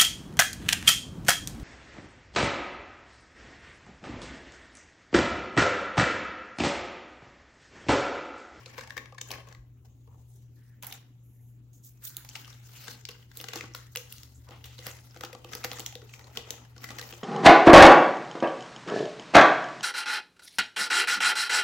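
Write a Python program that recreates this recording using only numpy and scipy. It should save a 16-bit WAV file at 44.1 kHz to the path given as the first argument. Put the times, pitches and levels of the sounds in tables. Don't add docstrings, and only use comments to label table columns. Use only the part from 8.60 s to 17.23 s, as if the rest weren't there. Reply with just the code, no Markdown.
import sys
import numpy as np
from scipy import signal
from scipy.io import wavfile
from scipy.ndimage import uniform_filter1d

SR = 44100
rng = np.random.default_rng(int(sys.argv[2]) if len(sys.argv) > 2 else 0)


def gain_from_decibels(decibels):
    exponent = np.asarray(decibels, float) / 20
    return 10 ** exponent


def inscribe(sig):
    pcm = np.round(np.clip(np.atleast_2d(sig).T, -1, 1) * 32767)
    wavfile.write(sys.argv[1], SR, pcm.astype(np.int16))


N = 380583
EDGES_HZ = 22 * 2 ** np.arange(0, 10, .3)

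# (frequency [Hz], correlation [-1..1])
LIKENESS = [(60, 0.76), (180, 0.98), (550, 0.62), (1650, 0.03), (4970, 0), (15000, -0.0)]
# (time [s], left-right [dB])
HAND_PAN = [
    (0, 2.5),
    (1.0, 2.5),
    (2.2, 0),
    (4.3, 1.5),
    (8.6, 1),
]


def in_time(rows):
    s, *columns = np.transpose(rows)
    return [np.interp(np.arange(N) / SR, s, c) for c in columns]


def at_time(rows, s):
    return np.interp(s, *np.transpose(rows))


def at_hz(points, hz):
    return np.interp(np.log(hz), np.log(np.array(points)[:, 0] + 1), np.array(points)[:, 1])


def rms_one(x):
    return x / np.sqrt(np.mean(x ** 2) + 1e-20)


def peak_one(x):
    return x / (np.max(np.abs(np.mean(x, axis=0))) + 1e-12)


def pan(left_right_db):
    return gain_from_decibels(left_right_db * np.array([[.5], [-.5]]))


def drift(rate_hz):
    r = np.exp(-80 * np.pi * rate_hz / SR)
    slow = signal.lfilter([1], [1, -2 * r, r * r], rng.standard_normal(N // 40 + 2002))[2000:]
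    return np.interp(np.arange(N) / 40, np.arange(len(slow)), rms_one(slow))


def band(x, low_hz, high_hz, order=2):
    edges = [low_hz, min(high_hz, .45 * SR)]
    return signal.sosfilt(signal.butter(order, edges, "band", fs=SR, output="sos"), x)


def resonate(x, hz, width_hz):
    r = np.exp(-np.pi * width_hz / SR)
    zeros = np.array([1, 0, -1]) * (1 - r * r) / 2
    return signal.lfilter(zeros, [1, -2 * r * np.cos(2 * np.pi * hz / SR), r * r], x)


def resonate_twice(x, hz, width_hz):
    return resonate(resonate(x, hz, width_hz), hz, width_hz)


def spread(mid, side, hz):
    alike = np.clip(at_hz(LIKENESS, hz), -1, 1)
    return np.sqrt(1 + alike) * mid + np.sqrt(1 - alike) * side * [[1], [-1]]


def colour(mid_side, spectrum, low_hz, high_hz, patchy_db, tilted):
    # (frequency [Hz], left-right [dB])
    balance = [(60, 0.5), (180, -3), (550, 13), (1650, 4.5), (4970, 4.5), (15000, -5.5)]
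    out = 0
    for k, (low, high) in enumerate(zip(EDGES_HZ, EDGES_HZ[1:])):
        hz = np.sqrt(low * high)
        if low_hz <= hz < high_hz:
            mid, side = band(mid_side[k % 2], low, high)
            gain = gain_from_decibels(at_hz(spectrum, hz) + patchy_db * drift(14.2))
            out = out + gain * spread(mid, side, hz) * pan(tilted * at_hz(balance, hz))
    return out / np.sqrt(np.mean(np.mean(out, axis=0) ** 2))


def room_tone():
    # (frequency [Hz], density [dB per Hz])
    air_spectrum = [(13, -50), (22, -17.5), (70, -7), (97, -4), (121, -3.5), (143, -6.5), (169, -16),
                    (255, -10), (550, -31), (1220, -36.5), (2950, -38), (5870, -47.5), (6730, -39),
                    (8390, -49.5), (15800, -38.5)]
    noise = rng.standard_normal((2, 2, N))
    return gain_from_decibels(-61.5) * colour(noise, air_spectrum, 26, 20000, patchy_db=3.0, tilted=0.44)


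def refrigerator():
    # (time [s], level [dB])
    motor_level = [(0.0, -67.5), (1.68, -60.5), (2.6, -76), (5.38, -63.5), (5.84, -50), (6.73, -67),
                   (7.04, -60.5), (8.63, -63)]
    motor_db, = in_time(motor_level)
    t = np.arange(N) / SR
    beat_s, dip_s, depth = 1.08, 4.545, 0.22
    beat = 1 - depth * np.cos(2 * np.pi * (t - dip_s) / beat_s)
    hum_db = -49.5 + 0.46 * drift(2.7)
    hum = beat * gain_from_decibels(hum_db) * np.sin(2 * np.pi * 120.1 * t + .3 * drift(1.2))
    motor = gain_from_decibels(motor_db - 1.5) * rms_one(resonate_twice(rng.standard_normal(N), 76.8, 12))
    mains = gain_from_decibels(-67.5) * rms_one(resonate_twice(rng.standard_normal(N), 59.9, 6.5))
    return (hum + motor + mains) * pan(2.2)


def in_bowl(x, ring_db, pitch=1, scatter_db=np.zeros(6)):
    # (frequency [Hz], width [Hz], level [dB])
    air_modes = [(222, 360, -10), (342, 19, -1), (431, 33, -5.5), (496.8, 24, 8), (791, 88, -8.5),
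                 (1154, 39, -4.5)]
    ring = 0
    for k, (hz, width_hz, db) in enumerate(air_modes):
        ring = ring + (-1) ** k * gain_from_decibels(ring_db + db + scatter_db[k]) * resonate(x, pitch * hz, width_hz)
    return x + ring


def pulls():
    # (peak time [s], 20 dB swell [s], level [dB], brightness [dB], weight in bowl [dB])
    first = [(.005, 20, -59, -5, -1), (0.198, 0.28, -53, -8, -6), (.382, 0.5, -62, -7, 6),
             (.673, -5, -85, 19, 3), (.723, 0.06, -48.5, -7.5, -0.5), (0.871, -1.2, -60.5, -5.5, 1.5),
             (1.249, -1.8, -74.5, 1.5, 5.5), (1.476, .004, -74, -10, 15), (1.54, .03, -77, -8, 14),
             (1.79, 0.5, -86.5, 12, 7), (2.08, 0.35, -78, 5, 3.5)]
    lift = [
        (2.226, .003, -48, -6, -7),
        (2.27, .022, -53, -4, -8),
        (2.33, .03, -54, -4, -11),
        (3.132, .004, -96, 23, 8),
        (3.25, .025, -92, 27, 6),
        (3.425, .006, -62, -6, -9),
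        (3.45, .03, -64, 15, -15),
        (3.577, .02, -56, -2, -18),
        (3.766, .12, -54.5, 0, -8),
        (3.909, .5, -56.5, -4, -8),
    ]
    unfold = [(4.2, 0.54, -66, 1, -23), (4.301, 0.3753, -50.5, 0, -7), (4.501, -0.15, -55.5, -8, -13),
              (4.62, 0.6, -65.5, -3, -7), (4.798, 0.08, -54.5, 3, -7.5), (4.965, 0.16, -42.5, -7, -12),
              (5.154, 0.01, -54, 2.5, -9), (5.37, 0, -51.5, -5, -7), (5.6, 0.38, -59.5, 3, -11),
              (5.76, 0.5, -78, 8.5, 7.5)]
    peel = [(5.914, 0, -53, -21, -2), (6.054, -0.06, -51.5, -1, -9), (6.287, 0.16, -46.5, -2, -6.5),
            (6.46, 1.4, -66.5, 2, -16), (6.64, 0.2, -55.5, -3.5, -0.5), (6.78, 0, -70, 0.5, 4),
            (6.943, 0.07, -46.5, -5.5, -6), (7.049, 0.02, -58, -14, -7), (7.16, 0.34, -52.5, -3, -1),
            (7.276, 0.66, -56, -2.5, -2.5), (7.45, 2, -74.5, -12, 10), (7.56, 0.3, -60.5, -2, -21),
            (7.699, 0.38, -61, -6.5, 4.5), (7.776, 0.11, -52, -2.5, 1), (7.915, 0.12, -48, -9, -3),
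            (8.244, 0.06, -49.5, -3, -2.5), (8.406, 0.38, -53.5, -9, -4.5), (8.58, 0.53, -55, -1, -1)]
    settle_rates = [97, 132, 144, 190]
    s, swell_s, db, bright_db, weight_db = np.transpose(first + lift + unfold + peel)[:, :, None]
    steps = np.arange(0, N + 64, 64)
    age = steps / SR - s
    swell_s = np.maximum(swell_s, .003)
    hiss_db = db + 1.55 * bright_db - 2.5
    levels = []
    for peak_db, settle in zip([db + weight_db, db, db + bright_db, hiss_db], settle_rates):
        shape_db = np.where(age < 0, 20 * age / swell_s, -settle * age)
        power = np.sum(gain_from_decibels(np.maximum(peak_db + shape_db, -130)) ** 2, axis=0)
        levels.append(np.interp(np.arange(N), steps, 10 * np.log10(power)))
    return levels


def crackle(body_db, rustle_db, crisp_db):
    pops_per_s = 600. * gain_from_decibels(5 * np.minimum(drift(20), 1)) * np.clip((rustle_db + 71) / 12, 0, 1)
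    born = rng.random(N) < pops_per_s / SR
    sizes = born * gain_from_decibels(2.0 * np.minimum(rng.exponential(1, N), 3)) * rng.choice([-1, 1], N)
    ports = gain_from_decibels(3.4 * np.clip(rng.standard_normal(N), -1, 1) * np.array([[1], [-1]]))
    rough = rng.standard_normal(N)
    pitches_hz, dealt, out = np.geomspace(450, 7000, 12), rng.integers(0, 12, N), 0
    for k, hz in enumerate(pitches_hz):
        level_db = body_db if hz < 1000 else rustle_db if hz < 3500 else crisp_db
        puffs = signal.lfilter([1], [1, -.98], sizes * ports * (dealt == k) + 1e-18)
        out = out + gain_from_decibels(level_db) * rms_one(band(rough * puffs, 0.67 * hz, 1.48 * hz))
    return out


def rustle():
    # (frequency [Hz], density [dB per Hz])
    paper_spectrum = [(120, -40), (200, -6), (386, -16), (481, -6), (668, -15.5), (760, -7), (1040, -12.5),
                      (1360, -11.5), (4080, -15), (6450, -12.5), (8800, -15), (15800, -8)]
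    body_db, rustle_db, crisp_db, hiss_db = pulls()
    grains = rng.standard_normal((2, 2, N)) * gain_from_decibels(2.73 * drift(50))
    flicker_db = 3.0
    body = in_bowl(colour(grains, paper_spectrum, 220, 1250, flicker_db, tilted=0.29), ring_db=-5.0)
    sheet = colour(grains, paper_spectrum, 1250, 3500, flicker_db, tilted=0.56)
    crisp = colour(grains, paper_spectrum, 3500, 7800, flicker_db, tilted=0.95)
    hiss = colour(grains, paper_spectrum, 7800, 20000, flicker_db, tilted=0.8)
    friction = gain_from_decibels(body_db - 4.0) * body + gain_from_decibels(rustle_db - 6.0) * sheet
    friction = friction + gain_from_decibels(crisp_db - 2.5) * crisp + gain_from_decibels(hiss_db + 1.5) * hiss
    return friction + gain_from_decibels(-18) * crackle(body_db, rustle_db, crisp_db)


def across_bowl(x):
    # (frequency [Hz], width [Hz], level [dB]); empty bowl
    empty_modes = [(1090, 80, 5), (1750, 230, 2), (2260, 150, 2.5), (2700, 52, -4)]
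    full_modes = [(1266, 41, -9), (1980, 120, -8.5), (2850, 50, -7)]
    t = np.arange(N) / SR
    empty_until_s, over_bowl_from_s = 1.1, 4.2
    in_empty = np.clip(10 * (empty_until_s - t), 0, 1)
    in_full = np.clip(10 * (t - over_bowl_from_s), 0, 1)
    out = x
    for share, modes in [(in_empty, empty_modes), (in_full, full_modes)]:
        for hz, width_hz, db in modes:
            out = out + gain_from_decibels(db) * resonate(x * share + 1e-18, hz, width_hz)
    return out


def snaps():
    # (time [s], peak [dB], crease pitch [Hz], bowl boom [dB rel], treble [dB rel])
    first = [(0.0602, -35, 4130, -8.5, -26), (0.1807, -29.5, 1720, -6, -11),
             (0.1932, -34.5, 1610, -33, -22), (0.3062, -30.5, 1750, -27, -12),
             (0.368, -27.5, 1730, -10, -10), (0.3775, -25, 1810, -59.5, -6.5),
             (0.4581, -38.5, 2320, -12, -23), (0.5238, -45, 1020, 1.5, -17), (0.5827, -36, 1750, -21, -15),
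             (0.614, -23.5, 5830, -18, -8.5), (0.7061, -26, 2940, -9.5, -8), (0.7147, -25.5, 4450, -13, -4),
             (0.7377, -31, 2230, -14, -20.5), (0.7575, -40, 1580, -5, -27.5), (0.887, -43.5, 5700, -9, -6),
             (0.9259, -43, 1700, -25, -12), (0.9491, -44, 1650, -9, -11)]
    lift = [
        (2.2258, -31.5, 6560, -26, -0.5),
        (2.245, -34.5, 3620, -24, 2),
        (2.268, -36.5, 2000, -16, 12.5),
        (2.325, -28, 3200, -30, -3.5),
        (3.5681, -20, 7100, -32, 4),
        (3.6486, -37, 888, -27, -1),
        (3.69, -29.5, 5470, -35, -6.5),
        (3.755, -27.5, 2700, -42, -40),
        (3.8467, -38, 2850, -22, -24),
    ]
    unfold = [(4.2813, -30, 1440, -8, -21), (4.453, -24.5, 4540, -35.5, -11),
              (4.4885, -28.5, 2870, -12.5, -6), (4.7155, -39, 1589, -20, -21.5), (4.772, -32, 7300, -18, 7),
              (4.8012, -28.5, 3220, -15, -21), (4.8129, -26, 5050, -18, -1), (4.8415, -29, 1520, -9, -12),
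              (4.886, -25.5, 2730, -15, -7), (4.935, -23.5, 1400, -12, -11), (4.9576, -26.5, 4900, -3, -5),
              (5.0094, -23.5, 2260, -21, -15), (5.039, -36.5, 1310, 2.5, -18.5),
              (5.149, -25, 1380, -20, -5.5), (5.359, -17.5, 2600, -20.5, -1),
              (5.372, -22, 5740, -17.5, -12), (5.525, -34.5, 3260, -33, 6), (5.5826, -31.5, 5900, -41, -7),
              (5.633, -34.5, 4700, -23, 3)]
    peel = [(5.889, -40.5, 1000, -5, -28), (5.9087, -40, 1740, -3.5, -11), (6.0418, -32.5, 2940, -17, -8),
            (6.19, -32.5, 3380, -11, -27), (6.2673, -22.5, 1960, -12, -3), (6.563, -37, 1410, -2.5, -15.5),
            (6.6095, -30.5, 1330, -11.5, -6), (6.636, -25, 1370, -4.5, -11), (6.649, -28, 2980, -37, -6.5),
            (6.7303, -31, 2450, -7, -10), (6.75, -33, 1130, -4, -23), (6.8462, -31.5, 2770, -6.5, -13.5),
            (6.9339, -24, 1490, -17.5, -13), (6.9513, -22, 5000, -16, 2), (7.0452, -19.5, 1460, -9, -3),
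            (7.1158, -20, 3460, -15, -20), (7.1323, -26, 1180, -26, -5.5), (7.1956, -22.5, 7200, -12, -4.5),
            (7.2018, -28, 3160, -34, -2), (7.2626, -19.5, 5920, -48, -8), (7.2722, -36, 6160, -34, -22),
            (7.354, -26.5, 3620, -11, -5.5)]
    push = [(7.418, -43.5, 1480, -3, -14), (7.5383, -34, 2540, -27, -12), (7.5938, -37.5, 1850, -18, -10),
            (7.752, -42, 1400, -19, -17), (7.7725, -21, 3050, -9.5, -3.5), (7.9062, -18, 6070, -21.5, -2.5),
            (8.164, -41.5, 1490, -6.5, -23), (8.18, -37.5, 4900, -12, -11),
            (8.2417, -28.5, 1960, -15, -4.5), (8.3055, -27.5, 1370, -4, -10),
            (8.3857, -26, 1720, -18, -6.5), (8.4135, -29, 3730, -10.5, -3.5),
            (8.4269, -31.5, 2060, -11, -7), (8.4902, -37.5, 4670, -15, -6),
            (8.5261, -31.5, 2850, -7.5, -18), (8.537, -34.5, 2820, -11, -13)]
    crisp_times = [3.568, 4.453, 4.772, 4.813, 5.359, 5.372, 5.583, 5.633, 6.951, 7.116, 7.132, 7.354,
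                   7.772, 7.906]
    # (time [s], pitch factor)
    bowl_pitch = [(0, 1.05), (4.3, 0.98), (4.95, 0.98), (5.4, 1.01), (6.6, 1.007), (7.1, 1.001),
                  (7.8, 0.97), (8.63, 1.01)]
    rows = first + lift + unfold + peel + push
    length, lead = 4096, 500
    out = np.zeros((2, N + length))
    t = (np.arange(length) - lead) / SR
    draws, chances = rng.standard_normal((len(rows), 3, length)), rng.random((len(rows), 3))
    for (s, db, hz, boom_db, treble_db), draw, (span, creak, place) in zip(rows, draws, chances):
        crisp = np.min(np.abs(np.array(crisp_times) - s)) < .004
        creak, span = (creak / 4, span / 2) if crisp else (1 - creak / 4, span)
        before = (.12 + .6 * creak ** 3) * np.exp(t / 0.0014)
        burst = np.where(t < 0, before, np.exp(-t / (0.0016 + 0.002 * span)))
        slips = (draw[0] + 0.9 * draw[1:]) * burst
        slips[[0, 1], lead + np.array([0, round(8.0 * span)])] += 14.1 * (1 - creak)
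        panel = band(slips, np.clip(0.45 * hz, 700, 4000), 5880)
        panel = panel + gain_from_decibels(4.5) * resonate_twice(slips, hz, 0.42 * hz)
        boom = in_bowl(draw[0] * burst, ring_db=22, pitch=at_time(bowl_pitch, s), scatter_db=4 * draw[1])
        boom = band(boom, 138, 1530) * np.ones((2, 1))
        treble = band(slips, 8950, 15930) * pan(-7)
        sound = peak_one(panel) * pan(2.4) + gain_from_decibels(boom_db) * peak_one(boom)
        sound = sound + gain_from_decibels(treble_db) * peak_one(treble)
        pan_db = at_time(HAND_PAN, s) + 1.5 * (2 * place - 1)
        at = max(round(s * SR) - lead, 0)
        out[:, at:at + length] += gain_from_decibels(db - 1.5) * sound * pan(pan_db)
    return out[:, :N]


def ticks():
    # (time [s], peak [dB], pitch [Hz], treble [dB rel]); first stick and lift
    early = [(0.079, -39, 1360, -34), (0.128, -51, 1180, -31), (0.186, -28.5, 1040, -30),
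             (0.209, -30, 1540, -27), (0.236, -33.5, 930, -22), (0.274, -34.5, 867, -14),
             (0.297, -38, 1750, -27), (0.322, -39, 1560, -33), (0.546, -43, 1090, -29),
             (0.659, -47, 1100, -19), (0.872, -47, 1680, -24), (2.233, -24.5, 960, -4),
             (2.312, -33, 3380, -18), (3.374, -53, 6340, -4), (3.451, -36, 6980, 10),
             (3.502, -37, 6710, -20), (3.545, -45, 3500, -12), (3.697, -33, 6100, -22),
             (3.712, -40, 3080, -22), (3.761, -29.5, 864, -13), (3.794, -38, 3110, -13),
             (3.854, -37, 2930, -28), (3.878, -34, 1190, -17), (3.928, -39.5, 3520, -21),
             (4.271, -33, 746, -15), (4.310, -30.5, 5400, -3)]
    late = [(4.508, -34.5, 4820, -24), (4.514, -36, 4570, -4), (4.626, -43, 3070, -22),
            (4.754, -43, 4850, -6), (4.974, -28, 3470, -24), (4.985, -31, 2700, -35.5),
            (5.121, -44, 1170, -10), (5.564, -43, 6270, -13), (5.755, -46, 6800, -10),
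            (5.921, -46, 1140, -33), (6.045, -33, 3470, -24), (6.182, -32.5, 4040, -12),
            (6.224, -39, 2090, -25), (6.312, -29.5, 6300, -17), (6.388, -40, 1650, -18),
            (6.442, -47, 1330, -21), (6.509, -38.5, 5050, -22), (6.544, -41.5, 1410, -34),
            (6.572, -34.5, 720, -11), (6.925, -32.5, 6200, -8), (7.17, -32, 1830, -19),
            (7.186, -26, 1200, -10), (7.28, -32, 6490, -23), (7.325, -32, 778, -8),
            (7.493, -39.5, 2580, -21), (7.611, -40.5, 1960, -27), (7.642, -39, 4130, -29),
            (7.67, -40, 1100, -25), (7.7, -46, 1320, -18), (7.807, -46, 2780, -22),
            (8.05, -41.5, 1600, -28), (8.233, -35, 2060, -16), (8.257, -39, 1630, -17),
            (8.289, -29.5, 1980, -26), (8.315, -31.5, 1220, -27), (8.394, -23, 1670, -30)]
    near_snaps = [(0.687, -35, 6800, -12), (3.132, -50, 6500, 2), (5.137, -36, 5600, -11),
                  (5.352, -28, 1800, -13), (7.034, -29, 2403, -15), (7.040, -20.5, 1241, -22),
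                  (7.052, -25.5, 2095, -13), (7.758, -34.5, 1500, -20), (8.348, -40, 3500, -15),
                  (8.507, -35.5, 2900, -17)]
    rows, length = early + late + near_snaps, 1024
    decay_s, rel_width = 0.0037, 0.23
    out, fading = np.zeros((2, N + length)), np.exp(-np.arange(length) / SR / decay_s)
    for (s, db, hz, treble_db), draw in zip(rows, rng.standard_normal((len(rows), 3, length))):
        slips = (draw[0] + 0.98 * draw[1:]) * fading
        panel = resonate_twice(slips, hz, rel_width * hz) + gain_from_decibels(-11.5) * band(slips, 830, 7100)
        treble = band(slips, 5400, 15870) * pan(-7)
        sound = peak_one(panel) + gain_from_decibels(treble_db) * peak_one(treble)
        at = round(s * SR)
        out[:, at:at + length] += gain_from_decibels(db - 5.5) * sound * pan(at_time(HAND_PAN, s))
    return out[:, :N]


def floor_echo(x):
    # (time [s], delay [ms], strength [0-1])
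    echo_path = [
        (0, 1.74, 0),
        (1.2, 1.98, 0.54),
        (2, 1.4, 0),
        (4, 1.38, 0.16),
        (8.63, 1.57, 0.22),
    ]
    delay_ms, strength = in_time(echo_path)
    late = np.arange(N) - delay_ms * SR / 1000
    dulled = band(x, 1200, 2890, order=1)
    return x + strength * np.array([np.interp(late, np.arange(N), side) for side in dulled])


def kitchen(x):
    # (frequency [Hz], t60 [s])
    decay = [(300, 0.5), (1500, 0.43), (6000, 0.38), (16000, 0.25)]
    t = np.arange(SR // 2) / SR
    noise = rng.standard_normal((2, len(t))) * np.clip((t - .003) / 0.00057, 0, 1)
    tail = 0
    for low, high in zip(EDGES_HZ[9:], EDGES_HZ[10:]):
        hz = np.sqrt(low * high)
        mid, side = band(noise, low, high) * gain_from_decibels(-60 * t / at_hz(decay, hz))
        tail = tail + spread(mid, side, hz)
    return signal.fftconvolve(x, rms_one(tail) / np.sqrt(len(t)), axes=1)[:, :N]


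def slides():
    # (start [s], end [s], level [dB], pitch [Hz], width [Hz])
    strokes = [(1.963, 2.196, -73.5, 1740, 540), (2.63, 2.95, -73.5, 12200, 5000),
               (5.745, 5.78, -56.5, 7000, 1500), (3.416, 3.648, -64.5, 1490, 760),
               (3.636, 3.82, -71, 840, 350), (4.15, 4.284, -58.5, 2670, 1100),
               (4.175, 4.38, -57, 4160, 1200), (5.148, 5.305, -65.5, 1840, 630),
               (5.871, 5.996, -57.5, 870, 740), (6.044, 6.18, -59, 3000, 2000), (7.42, 7.47, -53, 416, 110),
               (8.2, 8.5, -59, 280, 130), (3.127, 3.22, -69, 6700, 1300), (3.232, 3.3, -57, 6600, 2100),
               (7.762, 7.785, -47, 490, 60), (7.478, 7.72, -66.5, 6400, 1700),
               (2.238, 2.372, -58, 800, 220), (5.894, 6.033, -67.5, 3500, 1700),
               (0.66, 0.99, -74, 3000, 3000), (1.74, 1.9, -78, 6200, 1490), (1.25, 1.7, -82, 6700, 1100),
               (4.3, 3.92, -58, 14500, 3500), (2.62, 3, -81, 6970, 1500)]
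    fade_s, release_s = 0.013, 0.078
    out, noise = np.zeros((2, N)), rng.standard_normal((3, N)) * gain_from_decibels(1.8 * drift(37))
    for start, end, db, hz, width_hz in strokes:
        span = slice(round((start - .1) * SR), round((end + .1) * SR))
        t = np.arange(N)[span] / SR
        ramp = np.minimum((t - start) / fade_s, (end - t) / release_s)
        hold = np.clip(ramp + .5, 0, 1) ** 2
        rubbed = noise[0, span] + 0.69 * noise[1:, span]
        out[:, span] += gain_from_decibels(db) * hold * rms_one(resonate_twice(rubbed, hz, width_hz))
    return out


def thuds():
    # (time [s], peak [dB], pitch [Hz], t60 [s])
    blows = [
        (0.984, -43.5, 50.5, 0.34),
        (1.491, -46.5, 97, 0.27),
    ]
    out, t = np.zeros(N), np.arange(N) / SR
    for s, db, hz, t60_s in blows:
        age = np.maximum(t - s, 0)
        swell = 1 - np.exp(-age / 0.0078)
        out += gain_from_decibels(db - 60 * age / t60_s) * swell * np.sin(2 * np.pi * hz * age)
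    return out


def scene():
    sheet = rustle() * pan(in_time(HAND_PAN)[0])
    cracks = snaps() + ticks()
    cracks = cracks - 0.59 * resonate(cracks, 8630, 1350)
    paper = across_bowl(floor_echo(cracks + gain_from_decibels(-7.5) * kitchen(cracks) + sheet))
    return paper + slides() + thuds() + refrigerator() + room_tone()


def top_cut(x):
    return signal.sosfilt(signal.butter(12, 16990, fs=SR, output="sos"), x)


def record(dry):
    cutoff_hz, top_hz = 15900, 16750
    low_pass = signal.ellip(10, .5, 70, cutoff_hz, fs=SR, output="sos")
    top_pass = signal.ellip(8, .5, 70, [cutoff_hz, top_hz], "band", fs=SR, output="sos")
    top = signal.sosfilt(top_pass, dry)
    power = np.mean(top ** 2, axis=0)
    sudden = uniform_filter1d(power, size=256) > 6.5 * uniform_filter1d(power, size=4096)
    gate = uniform_filter1d(1. * sudden, size=128)
    mix = signal.sosfilt(low_pass, dry) + gain_from_decibels(-14.5) * top * gate
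    return top_cut(mix)


dry = scene()
out = record(dry)
inscribe(out)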